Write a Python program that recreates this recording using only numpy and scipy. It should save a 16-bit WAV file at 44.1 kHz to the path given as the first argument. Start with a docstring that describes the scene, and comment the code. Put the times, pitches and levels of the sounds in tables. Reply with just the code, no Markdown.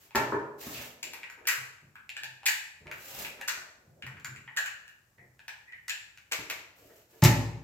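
"""A caulking gun clicks along a board in a bare concrete basement, heard in stereo from a few metres.
Over a faint hush, catches and bangs ring the steel frame as bounced ticks, and boards and heels knock as
pushed resonators. Soles then scuff and a boot edge grinds as filtered noise; later come belt rustle, trigger
snaps and creaks of the rod; near the end something heavy lands on a bench.
One wall echo of the tool and noise tails decaying band by band make the hard room."""
import sys
import numpy as np
from scipy import signal
from scipy.fft import rfft, irfft
from scipy.io import wavfile
from scipy.ndimage import uniform_filter1d

SR = 44100
rng = np.random.default_rng(int(sys.argv[2]) if len(sys.argv) > 2 else 0)


def transcribe(signal):
    """Save signal, clipped to [-1, 1], as a 16-bit WAV file at the path in sys.argv[1]."""
    frames = np.atleast_2d(signal).T
    limited = np.clip(frames, -1, 1)
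    pcm = np.round(limited * 32767).astype(np.int16)
    wavfile.write(sys.argv[1], SR, pcm)


N = 336483

DETUNE = 0.025  # grip and spot shift each mode by this share (1 sigma) from blow to blow


def undb(db):
    """Decibels to gain."""
    return 10 ** (np.asarray(db) / 20)


def read(table, hz):
    """A (frequency [Hz], value) table read on a log-frequency axis."""
    table_hz, values = np.transpose(table)
    return np.interp(np.log(np.maximum(hz, 1)), np.log(table_hz), values)


def unit(x):
    """Scaled to rms 1."""
    return x / np.sqrt(np.mean(x ** 2))


def add(track, start_s, sound):
    """Mix a sound into the track from start_s."""
    i = int(start_s * SR)
    track[..., i:i + sound.shape[-1]] += sound[..., :N - i]


def walk(rate_hz):
    """Random levels held 1 / rate_hz, slewed by a moving average of that length."""
    hold = int(SR / rate_hz)
    steps = np.repeat(rng.standard_normal(N // hold + 1), hold)
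    return uniform_filter1d(steps, hold)[:N]


def coloured(colour, size):
    """Stereo noise of a given spectrum; its channels are alike in the bass, least alike near 1.5 kHz."""
    # likeness of left and right: (frequency [Hz], correlation [0-1])
    likeness = [(150, 0.93), (300, 0.93), (500, 0.8), (800, 0.5), (1500, 0), (16000, 0.3)]
    hz = np.arange(size // 2 + 1) * SR / size
    like = np.clip(read(likeness, hz), 0, 1)
    mid, side = rfft(rng.standard_normal((2, size)))
    pair = np.sqrt(1 + like) * mid + np.sqrt(1 - like) * side * np.array([[1], [-1]])
    return unit(irfft(pair * undb(read(colour, hz)), size))


def hush():
    """The room's faint hush: steady noise with a slowly wavering level."""
    # spectrum: (frequency [Hz], density [dB per Hz])
    hush_colour = [(18, -34), (30, -7.5), (109, -3.5), (261, -18.5), (1150, -20.5), (1660, -20.5),
                   (3300, -30.5), (7470, -24.5), (8990, -32), (15200, -27.5), (16500, -46.5)]
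    level_db = -70 + 0.5 * walk(0.78)
    return undb(level_db) * coloured(hush_colour, N)


def rubbing(table, colour, flutter_db, flutter_hz):
    """Friction noise that swells, holds and dies while its grip slips and flutters quickly."""
    depth_db, release_s = 7.5, 0.064
    gain, t = np.zeros(N), np.arange(N) / SR
    for start_s, swell_s, hold_s, level_db in table:
        corners_s = np.cumsum([start_s, swell_s, hold_s, release_s])
        shape = np.interp(t, corners_s, [0, 1, 1, 0])
        # exponential swell from zero; the hold lies 4.8 dB below level_db
        gain += undb(level_db) * (undb(depth_db * shape) - 1) / undb(depth_db)
    flutter = undb(flutter_db * walk(flutter_hz))
    return gain * flutter * coloured(colour, N)


def scuffs():
    """Soles drag over concrete as broad noise; the first faint row is an earlier click dying away."""
    # (start [s], swell [s], hold [s], level before swell depth [dB])
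    scuff_times = [(0.0, 0.0011, 0.046, -59.5), (0.575, 0.039, 0.23, -44), (2.9, 0.26, 0.076, -41.5),
                   (6.74, 0.029, 0.23, -63.5), (7.08, 0.024, 0.1, -63.5)]
    # spectrum: (frequency [Hz], density [dB per Hz])
    scuff_colour = [(410, 0), (700, 2), (974, -4), (1890, -0.5), (2840, 1.5), (3420, -2.5), (7460, 1),
                    (9220, -9.5), (13500, 4), (15900, -3), (16500, -42)]
    return rubbing(scuff_times, scuff_colour, flutter_db=2.5, flutter_hz=120)


def grains():
    """Loose grains catch under the sole and lift the friction for a few milliseconds each."""
    rate_per_s, size_db, decay_s = 140, 0.5, 0.0019
    sizes = undb(size_db * np.minimum(rng.exponential(size=N), 2))
    kicks = (rng.random(N) < rate_per_s / SR) * sizes
    return 1 + signal.lfilter([1], [1, -np.exp(-1 / (decay_s * SR))], kicks) / 2


def ring(force, modes, extra_db, scatter_db, detune):
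    """A force rings each mode; every blow lands elsewhere and weights the modes anew."""
    out = 0
    draws = rng.standard_normal((len(modes), 2))
    for k, ((hz, width_hz, db), more_db, (weight, shift)) in enumerate(zip(modes, extra_db, draws)):
        b, a = signal.iirpeak(hz * (1 + detune * shift), hz / width_hz, SR)
        sign = -1 if k % 2 and hz > 130 else 1  # neighbours swing against each other, the deepest together
        gain = sign * undb(db + more_db + scatter_db * weight)
        out = out + gain * signal.lfilter(b, a, force)
    return out


def favour(modes, loudest_hz, lift_db):
    """The spot that is struck lifts the modes near one pitch [dB]."""
    octaves = np.log2(np.array(modes)[:, 0] / loudest_hz)
    return lift_db * np.exp(-(octaves / .15) ** 2)


def rattle(size, longest_s, bounce):
    """A tick bounces between loose parts: three allpass echoes spread it and keep its colour even."""
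    x = (np.arange(size) == 0) * 1.
    lags = 2 + (longest_s * SR * rng.uniform(.2, 1, size=3)).astype(int)
    for lag in lags:
        a = np.r_[1, np.zeros(lag - 1), -bounce]
        x = signal.lfilter(a[::-1], a, x)
    return x


def from_left(start_s, sound, out):
    """The gun works to the left: louder there, and up to a few samples late on the right."""
    pan_db, max_lag_samples = 1.5, 6  # left over right
    right = np.roll(sound, rng.integers(max_lag_samples + 1))
    gains = undb(np.array([[pan_db], [-pan_db]]) / 2)
    add(out, start_s, gains * np.array([sound, right]))


def catches():
    """Every blow on the frame: squeeze clicks, and touch, blow and rebound of each trigger snap."""
    # light catches of trigger and rod:
    # (time [s], force [dB], frame boom [dB], metal edge [dB], loudest ring [Hz])
    clicks = [(0.108, -32, 1, -39, 2300), (1.0287, -15, -15, 3.5, 2440), (1.1338, -15.5, -8.5, -1, 2300),
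              (1.2315, -17, -8.5, -19, 2120), (1.2995, -22.5, -22, -3.5, 1530),
              (1.4537, -23.5, -26, -13, 1570), (1.955, -27, -11, -13, 1750),
              (2.0923, -19.5, -19.5, -6, 2300), (2.1661, -14.5, -21, -7.5, 2220),
              (2.2338, -15, -13, 0, 1684), (2.432, -27, 4.5, -24, 2130), (2.869, -28, -6, -31, 2450),
              (2.9132, -14, -13, -8.5, 1610), (3.2477, -13.5, -10.5, -27, 2710),
              (3.411, -15, -8, -4.5, 1940), (4.0229, -15.5, -18, -19, 2950),
              (4.0655, -20.5, -10.5, -10, 1850), (4.169, -26.5, -12, -14, 1590),
              (4.198, -36, -28, -1, 1750), (4.2457, -12, -26, -4, 1430), (4.3605, -23, -28, -8.5, 2200),
              (4.4765, -19, -11, -44, 1896), (4.6592, -9.5, -42.5, -4.5, 1593),
              (4.8786, -24.5, -32.5, -5.5, 1685), (5.182, -42, 3, -28.5, 1730),
              (5.3928, -28, -9, -25.5, 1740), (5.4801, -15.5, -10, -7, 1980), (5.5458, -53, 12, -9, 1980),
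              (5.7226, -25.5, -18.5, -26, 1810), (6.1741, -27, -19, -4.5, 2050)]
    # released trigger snaps home: (first touch [s], full blow after [ms], force [dB],
    # loudest ring [Hz], rebound after [ms], rebound force [dB])
    snaps = [(1.4707, 1.5, -3, 2210, 14, -2.5), (2.4566, 5.63, -0.5, 2690, 25.4, -4),
             (3.477, 3.9, -5, 1603, 17.2, -12.5), (4.5647, 5.5, -8, 1780, 23, -19),
             (5.88, 1.2, -17, 1940, 14.8, -10)]
    touch_db, boom_db = -9, -18.5  # touch relative to full blow
    edge_db, rebound_edge_db, rebound_hz = 1.9, 1, 1740
    rows = list(clicks)
    for touch_s, blow_ms, force_db, loudest_hz, after_ms, rebound_db in snaps:
        rows += [(touch_s, force_db + touch_db, boom_db, edge_db, loudest_hz),
                 (touch_s + blow_ms / 1000, force_db, boom_db, edge_db, loudest_hz),
                 (touch_s + after_ms / 1000, rebound_db, boom_db, rebound_edge_db, rebound_hz)]
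    return rows


def frame_clicks():
    """Catches ring the modes of the steel frame; harder ones rattle longer."""
    # frame modes: (frequency [Hz], width [Hz], level [dB])
    frame = [(883, 133, 15.5), (1552, 326, 9.5), (1750, 227, 14), (1885, 200, 12.5), (2450, 355, 12),
             (2950, 110, 9.5), (3046, 490, 0), (4570, 49, 5.5), (5030, 100, 5.5), (6160, 67, -4.5),
             (6370, 360, 9), (5340, 3300, 3), (7600, 360, 8), (7400, 560, 7), (11730, 190, 4),
             (12740, 3500, 1.5), (14730, 520, -1.5)]
    far_db_per_s = -1  # the brightest modes fade as the worker moves off along the wall
    out, hz = np.zeros((2, N)), np.array(frame)[:, 0]
    for start_s, force_db, boom_db, edge_db, loudest_hz in catches():
        tone_db = np.where(hz < 1200, boom_db, 0) + np.where(hz > 4000, edge_db, 0)
        tone_db = tone_db + favour(frame, loudest_hz, lift_db=5.5)
        tone_db = tone_db + np.where(hz > 9000, far_db_per_s * start_s, 0)
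        longest_s = np.interp(force_db, [-20, -7], [.0005, .0013])
        force = rattle(SR // 12, longest_s, bounce=.6)
        sound = ring(force, frame, tone_db, scatter_db=2.5, detune=DETUNE)
        from_left(start_s, undb(force_db) * sound, out)
    return out


def blows(table, modes, contact_ms, grit, settle_s, detune):
    """A half-sine push with rough noise that begins with it and dies away; long pushes favour low modes."""
    softer_per_db = 0.16  # contact_ms holds at -20 dB; weaker blows touch longer
    out, t = np.zeros(N), np.arange(SR) / SR
    for start_s, level_db, loudest_hz in table:
        contact_s = contact_ms / 1000 * np.exp(-softer_per_db * (level_db + 20))
        push = np.sin(np.pi * np.minimum(t / contact_s, 1))
        rough = grit * rng.standard_normal(len(t)) * np.exp(-t / settle_s)
        lift_db = favour(modes, loudest_hz, lift_db=5.0)
        sound = ring(push + rough, modes, lift_db, scatter_db=1.5, detune=detune)
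        add(out, start_s, undb(level_db) * sound / np.abs(sound).max())
    return out


def knocks():
    """Board, tools and bench top: pushes ring wooden modes; strong ones are short, faint ones long and dull."""
    # knocks: (time [s], peak level [dB], loudest ring [Hz])
    knock_times = [(0.149, -18.5, 850), (0.157, -21.5, 1350), (0.189, -24.5, 595), (0.322, -21, 1280),
                   (0.331, -24, 462), (0.349, -44, 385), (0.667, -34, 302), (0.79, -39.5, 740),
                   (1.375, -50.5, 432), (1.398, -54.5, 426), (2.856, -41.5, 352), (3.17, -43, 570),
                   (3.39, -45, 586), (6.388, -37.5, 400), (6.893, -55.5, 428), (7.131, -60, 428),
                   (7.225, -15.5, 885), (7.256, -24, 410)]
    # wood modes: (frequency [Hz], width [Hz], level [dB])
    wood = [(272, 25, -12.5), (318, 200, 6.5), (434, 82, 10), (597, 48, 4.5), (797, 100, 4), (905, 130, 5),
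            (1330, 210, 1), (1750, 100, 7.5), (2300, 160, -7)]
    return blows(knock_times, wood, contact_ms=0.37, grit=0.35, settle_s=0.024, detune=DETUNE)


def heels():
    """Heels thud on the slab: long soft pushes ring its low resonances."""
    # thuds: (time [s], peak level [dB], loudest ring [Hz])
    thuds = [(0.154, -33.5, 125), (0.326, -37.5, 123), (0.658, -45, 159), (1.573, -50.5, 103),
             (1.82, -50.5, 89), (2.212, -55, 93), (2.806, -46, 98), (3.13, -55, 157), (3.866, -51.5, 93),
             (4.035, -42.5, 132), (4.12, -47.5, 130), (4.283, -42, 130), (4.375, -52.5, 126),
             (5.185, -55.5, 107.3), (5.235, -65, 130)]
    # slab and room modes: (frequency [Hz], width [Hz], level [dB])
    boom = [(69.4, 4.3, -16.5), (98, 16, 2.5), (125.9, 7.2, 10), (158, 20, -0.5), (178, 33, -7.5),
            (222.3, 193, -11)]
    return blows(thuds, boom, contact_ms=2.2, grit=0.6, settle_s=0.05, detune=0)


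def bangs():
    """The whole tool hits board, hand or bench: all loose parts clatter as one broadband rattle."""
    # bangs: (time [s], force [dB], treble [dB])
    bang_times = [(0.155, 12, -11), (6.314, 2, -17), (6.32, 12, -10.5), (6.499, 9, -13.5),
                  (7.22, 6.5, -7.5), (7.237, 10.5, -0.5), (7.248, 18, -11.5)]
    # clatter spectrum: (frequency [Hz], level [dB])
    clatter = [(400, -17.5), (900, -16.5), (1500, -12.5), (2300, -4.5), (3300, -8), (4600, -1.5),
               (7500, -1), (9300, -16.5), (12500, -2.5), (16000, -15)]
    out, grid_hz = np.zeros((2, N)), np.linspace(0, SR / 2, 257)
    treble_share = np.clip(np.log2(np.maximum(grid_hz, 1) / 2500), 0, 1)  # full above 5 kHz
    for start_s, force_db, treble_db in bang_times:
        colour_db = read(clatter, grid_hz) + treble_db * treble_share
        # doubled dB, as minimum_phase takes the square root of the response
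        linear_phase = signal.firwin2(511, grid_hz, undb(2 * colour_db), fs=SR)
        body = signal.minimum_phase(linear_phase)
        force = rattle(SR // 12, longest_s=.0018, bounce=.6)
        from_left(start_s, undb(force_db) * signal.lfilter(body, 1, force), out)
    return out


def gun():
    """All metal of the tool: frame clicks and bangs, with the bass below 400 Hz cut."""
    highpass = signal.butter(2, 400, "high", fs=SR, output="sos")
    return signal.sosfilt(highpass, frame_clicks() + bangs())


def wall_echo(metal):
    """The block wall throws the tool's sound back once."""
    delay_ms, level_db = 8.6, -6
    return undb(level_db) * np.roll(metal, int(delay_ms / 1000 * SR), axis=1)


def grinds():
    """A boot edge grinds over the slab: mid-pitched, more fluttering friction, strongest near 2.6 kHz."""
    # grinds: (start [s], swell [s], hold [s], level before swell depth [dB])
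    grind_times = [(0.735, 0.014, 0.045, -47), (3.03, 0.14, 0.06, -54.5)]
    # spectrum: (frequency [Hz], density [dB per Hz])
    grind_colour = [(1000, -28), (1800, -5), (2600, 6.5), (4000, -1), (7500, -5.5), (10000, -26.5)]
    return rubbing(grind_times, grind_colour, flutter_db=4.0, flutter_hz=120)


def rustles():
    """Boots and tool belt shift: dull fluttering friction."""
    # rustles: (start [s], swell [s], hold [s], level before swell depth [dB])
    rustle_times = [(1.03, 0.013, 0.06, -59.5), (1.3, 0.18, 0.11, -61), (2.8, 0.014, 0.12, -62),
                    (3.1, 0.034, 0.52, -64), (3.75, 0.038, 0.3, -68), (5.175, 0.0069, 0.022, -66),
                    (6.75, 0.11, 0.032, -59), (7.1, 0.032, 0.023, -62)]
    # spectrum: (frequency [Hz], density [dB per Hz])
    rustle_colour = [(150, 0.5), (300, 2.5), (450, 4), (700, 2), (1300, -37.5)]
    return rubbing(rustle_times, rustle_colour, flutter_db=5.0, flutter_hz=60)


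def creaks():
    """The rod creaks through its grip plate: narrow-band friction with a strong flutter."""
    # creaks: (start [s], swell [s], hold [s], level before swell depth [dB])
    creak_times = [(5.175, 0.0082, 0.017, -64.5), (5.66, 0.042, 0.017, -48.5)]
    # spectrum: (frequency [Hz], density [dB per Hz])
    creak_colour = [(1300, -27.5), (1600, -11.5), (1900, 13), (2100, 0.5), (2500, -6), (3200, -57.5)]
    return rubbing(creak_times, creak_colour, flutter_db=7.0, flutter_hz=150)


def bench_thump():
    """Something heavy lands: two strong, brief pushes ring the bench and lowest standing waves."""
    # jolts: (time [s], peak level [dB], loudest ring [Hz])
    jolts = [(7.225, -8.5, 178), (7.251, -8, 117)]
    # bench and standing-wave modes: (frequency [Hz], width [Hz], level [dB])
    bench = [(63, 2.2, 10), (106.5, 12, 8), (106.3, 2.3, 6.5), (117, 6.6, 11.5), (138, 16, 3),
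             (178, 13.2, 6.5), (243, 11, 1.5), (267, 4.1, 0.5)]
    return blows(jolts, bench, contact_ms=8.4, grit=0.1, settle_s=0.015, detune=0)


def reflections():
    """Dense reflections from one spot build up quickly and die band by band."""
    # decay: (frequency [Hz], time to fall 60 dB [s])
    room_t60 = [(60, 0.7), (200, 0.8), (600, 0.85), (1500, 0.61), (4000, 0.58), (9000, 0.5), (15000, 0.37)]
    # band gain: (frequency [Hz], level [dB])
    room_level = [(60, -6.5), (180, 0), (400, 5.5), (1500, 6), (5000, 0.5), (16000, -1)]
    rise_s, early_db, early_s = 0.005, 5, 0.031  # near wall and slab strengthen the early part
    t, hz = np.arange(SR) / SR, np.maximum(np.arange(SR // 2 + 1), 1)
    noise, tail = rfft(coloured([(20, 0), (20000, 0)], SR)), 0
    for centre_hz in 40 * 2 ** np.arange(0, 9, .5):
        octaves = np.clip(np.log2(hz / centre_hz), -.5, .5)
        band = np.cos(np.pi * octaves) ** 2
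        t60_s = read(room_t60, centre_hz)
        evening = np.sqrt(2 * np.log(1000) / (SR * t60_s))  # equal energy for any decay time
        decay = np.exp(-np.log(1000) * t / t60_s) * evening
        tail = tail + undb(read(room_level, centre_hz)) * irfft(noise * band, SR) * decay
    return tail * (1 - np.exp(-t / rise_s)) * undb(early_db * np.exp(-t / early_s))


def room(dry):
    """The worker moves to a new spot each stride; every spot has its own reflections."""
    stride_s = 1.0
    out, step = np.zeros((2, N)), int(stride_s * SR)
    for i in range(0, N, step):
        add(out, i / SR, signal.fftconvolve(dry[:, i:i + step], reflections(), axes=1))
    return out


def scene():
    """All sources in the room, over its hush."""
    soles = grains() * (scuffs() + grinds())
    metal = gun()
    thump = bench_thump()
    direct = metal + knocks() + heels() + soles + rustles() + creaks()
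    to_room = direct + undb(-4) * thump  # the room answers the thump more weakly
    return direct + wall_echo(metal) + thump + room(to_room) + hush()


def record(dry):
    """The microphones cut the deep bass and the top."""
    low_cut_hz, top_hz = 50, 16500
    lean = signal.sosfilt(signal.butter(3, low_cut_hz, "high", fs=SR, output="sos"), dry)
    return signal.sosfilt(signal.ellip(10, .2, 70, top_hz, fs=SR, output="sos"), lean)


dry = scene()
out = record(dry)
transcribe(out)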